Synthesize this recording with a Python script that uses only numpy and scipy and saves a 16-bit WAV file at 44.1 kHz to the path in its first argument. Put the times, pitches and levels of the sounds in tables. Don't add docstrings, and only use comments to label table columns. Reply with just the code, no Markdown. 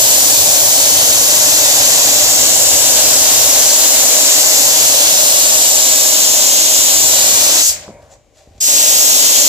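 import sys
import numpy as np
from scipy import signal
from scipy.fft import rfft, irfft, next_fast_len
from scipy.io import wavfile
from scipy.ndimage import uniform_filter1d, map_coordinates

SR = 44100
rng = np.random.default_rng(int(sys.argv[2]) if len(sys.argv) > 2 else 0)


def dump(signal):
    limited = np.clip(np.atleast_2d(signal).T, -1, 1)
    pcm = np.round(limited * 32767).astype(np.int16)
    wavfile.write(sys.argv[1], SR, pcm)


N = 418068

# air valve opens in seconds, shuts in seconds, air level in dB.
TRIGGER_PULLS = [(-1, 7.695, -7.8), (8.602, 10, -7.4)]
# time in seconds, lag of the left channel in ms (more is further right).
GUN_SWEEP = [(0, .225), (2, .16), (3.7, .045), (4.5, .15), (5.5, .235), (6.6, .31), (7.1, .26), (7.6, .17),
             (8.6, .37), (9.2, .32), (9.48, .315)]
# frequency in Hz, density in dB.
HOLLOW_SPECTRUM = [(380, -41.5), (465, -9), (510, -9), (550, -3.5), (590, 0), (650, -2.3), (695, -9),
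                   (740, -7.5), (775, -3.5), (820, -11), (885, -26), (945, -7), (1020, -33), (1200, -40)]
BLEED_DB_PER_S = 150


def nozzle_jet(table_db=-11, far_right_ms=.3, room_t60_s=.195, darken_db_per_db=.28):
    # frequency in Hz, density in dB.
    jet_spectrum = [(300, -33), (1400, -21), (2350, -15.6), (2800, -11.2), (4200, -7.6), (5600, -5.3),
                    (6600, -1.3), (7200, .3), (7900, -3.3), (8450, -8.7), (9050, -16.3), (9600, -10.7),
                    (14700, -11), (15600, -15)]
    # frequency in Hz, direct share of the power before the path gains.
    direct_shares = [(1000, 0.76), (2500, 0.34), (3600, 0.37), (5000, .36), (7000, 0.47), (8200, 0.33),
                     (9200, .2), (11000, 0.245), (14000, 0.26)]
    # frequency in Hz, left-right correlation of the wall sound.
    wall_correlation = [(2100, .3), (2600, .05), (3200, -.25), (3600, -.18), (4100, .18), (5200, .1),
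                        (6500, 0), (8500, 0), (9200, -.3), (9900, 0)]
    # frequency in Hz, left minus right in dB.
    balance = [(1000, 1), (2500, 0), (5000, 1.4), (6700, 0), (7400, 3.4), (8100, 5.5), (9000, 2.3),
               (11500, .8), (15000, .3)]
    # time in seconds, then gains in dB for
    # top left, top right, 7 kHz peak left, lower band.
    band_gains = [(0, 4.6, 1.5, -2.6, -1.3), (.4, 3.8, .8, -.8, -1), (1.1, 3.1, 0, -.6, -.3),
                  (1.9, .8, -.2, -.3, .9), (2.15, 0, -.4, -.4, .2), (2.6, .9, 0, -.7, -.3),
                  (3.1, -.1, 0, .8, .5), (3.5, 2, .1, .4, 0), (4.15, .3, -.3, .3, -.2),
                  (4.6, 2.2, -.1, .1, .5), (4.95, 1, 0, -.2, .4), (5.4, 2.4, 1, -.1, 0),
                  (5.9, 0, .7, .2, -.1), (6.6, -.2, 1.2, .2, -.4), (7.15, 1, 1.2, .5, .3),
                  (7.6, -1.2, -.8, .6, .4), (8.7, -.4, .3, -.1, -.7), (9.08, 1.9, 2.2, -.1, -.9),
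                  (9.48, -.4, .7, 0, -.5)]
    flow = airflow()
    lag_ms, = curves(GUN_SWEEP, clock())
    left_top_db, right_top_db, peak_db, lower_db = curves(band_gains, clock())
    near = (lag_ms / far_right_ms) ** 2
    source = flow * noise(jet_spectrum, channels=2)
    jet, scatter = filtered(source, lambda hz: np.sqrt(along(direct_shares, hz)))
    direct = amp(-1 + 1.6 * near) * np.array([delayed(jet, lag_ms), jet])
    table = amp(table_db + 3 * near) * np.array([delayed(scatter, .5 * lag_ms), scatter])
    field = patchy(noise(jet_spectrum, channels=2), depth_db=2.1)
    walls = lingering(flow, room_t60_s) * blended(field, wall_correlation)
    diffuse = amp(-2 * near) * filtered(walls, lambda hz: np.sqrt(1 - along(direct_shares, hz)))
    hiss = filtered(direct + table + diffuse, lambda hz: pan_gains(along(balance, hz)))
    top_db = darken_db_per_db * 20 * np.log10(flow / flow.max()) + np.array([left_top_db, right_top_db])
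    hiss = shaded(hiss, lo_hz=8800, hi_hz=SR, change_db=top_db)
    left, right = shaded(hiss, lo_hz=100, hi_hz=4600, change_db=lower_db)
    return np.array([shaded(left, lo_hz=5600, hi_hz=8400, change_db=peak_db), right])


def airflow(start_db=-2.5, settle_s=.06, shut_db_per_s=430, bleed_db=-11.5, leak_db=-63.5):
    flow = amp(leak_db)
    for opens, shuts, air_db in TRIGGER_PULLS:
        settle_db = start_db * np.exp(-np.maximum(clock() - opens, 0) / settle_s)
        bleed = amp(bleed_db) * gate(opens, shuts, BLEED_DB_PER_S)
        valve = np.maximum(gate(opens, shuts, shut_db_per_s), bleed)
        flow = np.hypot(flow, amp(air_db + settle_db) * valve)
    return flow


def atomised(air, dry_db=-5.5, flutter_db=.8, flutter_hz=20):
    paint = spraying()
    change_db = dry_db * (1 - paint) + flutter_db * paint * wobble(flutter_hz)
    return shaded(air, lo_hz=100, hi_hz=4600, change_db=change_db)


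def paint_fan(core_db=-39, gust_db=1.2, near_pan_db=-6, rest_pan_db=1.5):
    # frequency in Hz, density in dB.
    roar_spectrum = [(110, -38), (180, -15), (230, -5), (295, 1.5), (365, -5.5), (450, -1.5), (650, -2),
                     (780, -1.5), (960, -3.5), (1110, -3), (1220, -12.5), (1380, -11), (1470, -8),
                     (2100, -13), (3000, -35.5)]
    buffet_spectrum = [(13, -47), (22, -17.5), (32, -19.5), (86, 2.5), (124, 1), (156, -6), (190, -1.5),
                       (250, -32), (420, -120)]
    # time in seconds, then relative levels in dB for rush, ring, low band of the rush.
    fan_levels = [(0, -30.1, -26.5, -0.0), (0.7, -30.1, -26.4, -0.1), (1.9, -29.1, -26.3, -0.7),
                  (2.6, -30.1, -25.9, 0.5), (3.35, -28.6, -25.9, -1.0), (4.2, -29.8, -26.4, -0.5),
                  (5, -30.2, -26.8, 0.0), (5.6, -31.0, -28.0, -1.1), (6.1, -31.6, -28.8, -0.7),
                  (6.8, -31.6, -29.6, -0.3), (7.4, -29.7, -28.3, -0.9), (8.15, -32, -31, 0),
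                  (8.65, -34.5, -36, 1), (8.9, -33.6, -32, 2.0), (9.48, -33.0, -30.9, 2.7)]
    # time in seconds, buffet level in dB while paint flows.
    buffet_levels = [(0, -39), (3.5, -38.5), (3.85, -46), (4.35, -46), (4.85, -42.5), (5.4, -46.5),
                     (6.5, -48), (6.8, -43), (7.55, -42), (8.7, -48), (9.48, -51)]
    lag_ms, = curves(GUN_SWEEP, clock())
    rush_db, ring_db, low_db = curves(fan_levels, clock())
    buffet_db, = curves(buffet_levels, clock())
    pan_db = rest_pan_db + spraying() * (near_pan_db - rest_pan_db)
    roar = shaded(pair(roar_spectrum, alike=.96, pan_db=pan_db), lo_hz=150, hi_hz=470, change_db=low_db)
    rush = amp(rush_db + 1.5) * turbulence(dry_db=-13.8, fall_db_per_s=22) * roar
    ring = amp(ring_db - .7) * pair(HOLLOW_SPECTRUM, alike=.94, pan_db=pan_db)
    core = amp(core_db) * pan_gains(pan_db) * singing(hz=590, width_hz=36)
    left, right = rush + turbulence(dry_db=-9.5, fall_db_per_s=18) * (ring + core)
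    gusts = amp(buffet_db + gust_db * wobble(8.3)) * turbulence(dry_db=-6, fall_db_per_s=4)
    buffet = gusts * pair(buffet_spectrum, alike=.84, pan_db=pan_db)
    return np.array([delayed(left, .44 * lag_ms), right]) + buffet


def turbulence(dry_db, fall_db_per_s, trickle_s=.45):
    strength = 0
    for opens, shuts, _ in TRIGGER_PULLS:
        trickle = gate(opens, shuts + trickle_s, BLEED_DB_PER_S)
        dry_air = amp(dry_db) * gate(opens, shuts, fall_db_per_s) * trickle
        strength = strength + np.maximum(needle(opens, shuts), dry_air)
    return strength


def needle(opens_s, shuts_s, lag_s=.038, lead_s=.028, lift_s=.045, seat_s=.06):
    lifting = (clock() - opens_s - lag_s) / lift_s
    seating = (shuts_s - lead_s - clock()) / seat_s
    return np.clip(np.minimum(lifting, seating), 0, 1) ** 2


def spraying():
    return sum(needle(opens, shuts) for opens, shuts, _ in TRIGGER_PULLS)


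def drain(level_db=-32, fall_db_per_s=55, lasts_s=.15, end_db_per_s=115, sputter_db=1.5, sputter_hz=30):
    # frequency in Hz, density in dB.
    drain_spectrum = [(500, -30), (900, -9), (1300, -4), (1650, -1), (2200, 2), (2900, -1), (4000, -1),
                      (5500, 0), (7000, -10), (10000, -45)]
    envelope = sum(gate(shuts, shuts, fall_db_per_s) * gate(shuts, shuts + lasts_s, end_db_per_s)
                   for _, shuts, _ in TRIGGER_PULLS)
    return amp(level_db + sputter_db * wobble(sputter_hz)) * envelope * noise(drain_spectrum, channels=2)


def bumps(gain_db=-6, attack_s=.0007, click_t60_s=.012):
    # start in seconds, relative level in dB, factor on the modes' t60, click over ring in dB.
    knocks = [(7.880, -19, .2, 6), (7.887, -18, .55, -1), (7.894, -26, .5, -5), (7.904, -29, .8, -2),
              (7.939, -33, .9, -6), (8.474, -30, .3, 6), (8.507, -38, .6, -8), (8.548, -38, .7, -8),
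              (8.581, -38, .6, -6)]
    # frequency in Hz, level in dB, base t60 in seconds.
    body_modes = [(110, -13, .2), (165, -6.5, .13), (220, -3.5, .11), (290, -6, .08), (382, -7, .07),
                  (574, -4, .09), (714, -11, .06), (910, -17, .05)]
    out = np.zeros(N)
    t = np.arange(SR // 2) / SR
    dull = noise([(100, -6), (600, 0), (950, -3), (1500, -30), (4000, -60)])[0]
    for start_s, db, length, click_db in knocks:
        start = round(start_s * SR)
        ring = sum(amp(mode_db - 60 * t / (t60_s * length)) * np.sin(2 * np.pi * (hz * t + rng.random()))
                   for hz, mode_db, t60_s in body_modes)
        click = amp(click_db - 60 * t / click_t60_s) * dull[start:][:len(t)]
        out[start:][:len(t)] += amp(db + gain_db) * (ring + click) * (1 - np.exp(-t / attack_s))
    return out


def thuds(rise_s=.013):
    # start in seconds, envelope peak in dB, pitch in Hz.
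    pushes = [(7.695, -37.5, 57), (7.95, -45, 58), (8.03, -47, 70), (8.15, -46, 57), (8.4, -49, 80),
              (8.475, -43, 62), (8.505, -42, 80), (8.548, -41, 57), (8.565, -46, 100), (8.63, -45, 62)]
    out = np.zeros(N)
    t = np.arange(SR // 4) / SR
    envelope = t / rise_s * np.exp(1 - t / rise_s)
    for start_s, db, hz in pushes:
        out[round(start_s * SR):][:len(t)] += amp(db) * envelope * np.sin(2 * np.pi * hz * t)
    return out


def scuffs(grain_db=2.5, grain_hz=240, room_db=-5):
    # peak time in seconds, level in dB, rise and fall in seconds,
    # relative sibilance in dB, hollow body in dB.
    rubs = [(8.04, -55, .022, .03, -7, 0), (8.122, -44.5, .011, 0.015, 7, 0),
            (8.383, -51, 0.016, 0.02, 0, -2), (8.43, -56.5, .03, .04, -12, 7),
            (8.565, -54, .05, .025, -10, 7), (8.581, -48, .001, 0.002, 2, -6)]
    # frequency in Hz, density in dB.
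    friction_spectrum = [(400, -25), (1200, -2), (3000, -1), (7000, 0.5), (8900, -11.5), (12000, -15),
                         (15000, -25)]
    t = clock()
    friction = noise(friction_spectrum)[0] * amp(grain_db * wobble(grain_hz))
    hollow = noise(HOLLOW_SPECTRUM)[0]
    sibilance = noise([(3000, -42), (5500, -9), (7000, 3.5), (7800, -2), (8800, -22), (14000, -30)])[0]
    out = np.zeros(N)
    for peak_s, db, rise_s, fall_s, bright_db, hollow_db in rubs:
        away = np.minimum(np.maximum((peak_s - t) / rise_s, (t - peak_s) / fall_s), 20)
        swell = np.exp(1 - np.hypot(away, 1))
        out += amp(db) * swell * unit(friction + amp(hollow_db) * hollow + amp(bright_db - 2) * sibilance)
    return out * pan_gains(3) + amp(room_db) * room(out)


def valve_squeak(peak_s=7.955, rise_s=.06, fall_s=.075, level_db=-56):
    since_s = clock() - peak_s
    swell = np.exp(-np.maximum(-since_s / rise_s, since_s / fall_s) ** 2)
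    return amp(level_db) * swell * singing(hz=2280, width_hz=170)


def room(x):
    # frequency in Hz, t60 in seconds.
    wall_decay = [(300, 0.12), (3000, 0.31), (8000, 0.23), (15000, 0.05)]
    hz, t, bins = signal.stft(rng.standard_normal((2, SR // 2)), SR, nperseg=256)
    tail = signal.istft(bins * amp(-60 * t / along(wall_decay, hz)[:, None]), SR, nperseg=256)[1]
    tail /= np.linalg.norm(tail, axis=1, keepdims=True)
    return signal.fftconvolve(x[None], tail, axes=1)[:, :N]


def lingering(level, t60_s):
    pole = 10 ** (-6 / (t60_s * SR))
    power = level ** 2
    return np.sqrt(signal.lfilter([1 - pole], [1, -pole], power, zi=[pole * power[0]])[0])


def workshop(level_db=-53.5):
    # frequency in Hz, density in dB.
    shop_spectrum = [(15, -44.5), (25, -11), (48, 3), (70, 7), (115, 0), (170, -12), (621, -3), (691, -11),
                     (770, -8), (860, -17), (1070, -13), (1390, -24), (2240, -18.5), (4040, -24.5),
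                     (6720, -29.5), (15000, -41.5)]
    return amp(level_db) * pair(shop_spectrum, alike=.76, pan_db=4)


def amp(db):
    return np.exp(np.maximum(db, -300) * np.log(10) / 20)


def pan_gains(pan_db):
    return amp(np.outer([.5, -.5], pan_db))


def unit(x):
    return x / np.sqrt(np.mean(x ** 2) + 1e-20)


def clock():
    return np.arange(N) / SR


def along(points, hz):
    knots_hz, values = np.transpose(points)
    return np.interp(np.log(hz + 1), np.log(knots_hz), values)


def curves(rows, t):
    times_s, *columns = np.transpose(rows)
    return [np.interp(t, times_s, column) for column in columns]


def gate(opens_s, shuts_s, fall_db_per_s, rise_s=.009):
    t = clock()
    return np.clip((t - opens_s) / rise_s, 0, 1) * amp(-fall_db_per_s * np.maximum(t - shuts_s, 0))


def wobble(rate_hz):
    return map_coordinates(rng.standard_normal(int(N * rate_hz / SR) + 4), [clock() * rate_hz])


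def filtered(x, response):
    size = next_fast_len(N + SR // 2)
    return irfft(rfft(x, size) * response(np.fft.rfftfreq(size, 1 / SR)), size)[..., :N]


def shaded(x, lo_hz, hi_hz, change_db):
    band = filtered(x, lambda hz: 1 / (1 + (lo_hz / (hz + 1)) ** 16) / (1 + (hz / hi_hz) ** 16))
    return x + (amp(change_db) - 1) * band


def delayed(x, lag_ms):
    oversampled = signal.resample_poly(x, 2, 1)
    return map_coordinates(oversampled, [2 * SR * (clock() - lag_ms / 1e3)], order=3)


def noise(spectrum, channels=1):
    return unit(filtered(rng.standard_normal((channels, N)), lambda hz: amp(along(spectrum, hz))))


def singing(hz, width_hz):
    return unit(filtered(rng.standard_normal(N), lambda f: 1 / (1 + ((f - hz) / width_hz) ** 2)))


def pair(spectrum, alike, pan_db):
    stereo = np.sqrt(alike) * noise(spectrum) + np.sqrt(1 - alike) * noise(spectrum, channels=2)
    return stereo * pan_gains(pan_db)


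def blended(x, correlation):
    mid, side = filtered(x, lambda hz: np.sqrt((1 + np.outer([1, -1], along(correlation, hz))) / 2))
    return np.array([mid + side, mid - side])


def patchy(x, depth_db):
    bins = signal.stft(x, nperseg=1024)[2]
    patches = uniform_filter1d(rng.standard_normal(bins.shape), size=2, axis=1)
    patches = uniform_filter1d(uniform_filter1d(patches, size=30, axis=2), size=12, axis=2)
    return unit(signal.istft(bins * amp(depth_db * unit(patches)), nperseg=1024)[1][:, :N])


def scene():
    background = workshop()
    gun = atomised(nozzle_jet()) + drain() + paint_fan() + valve_squeak()
    handling = bumps() + thuds() + scuffs()
    return gun + handling + background


def record(dry, ceiling=1.05, hardness=7, top_hz=15500):
    rounded = dry / (1 + np.abs(dry / ceiling) ** hardness) ** (1 / hardness)
    return filtered(rounded, lambda hz: 1 / (1 + (hz / top_hz) ** 400))


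dry = scene()
out = record(dry)
dump(out)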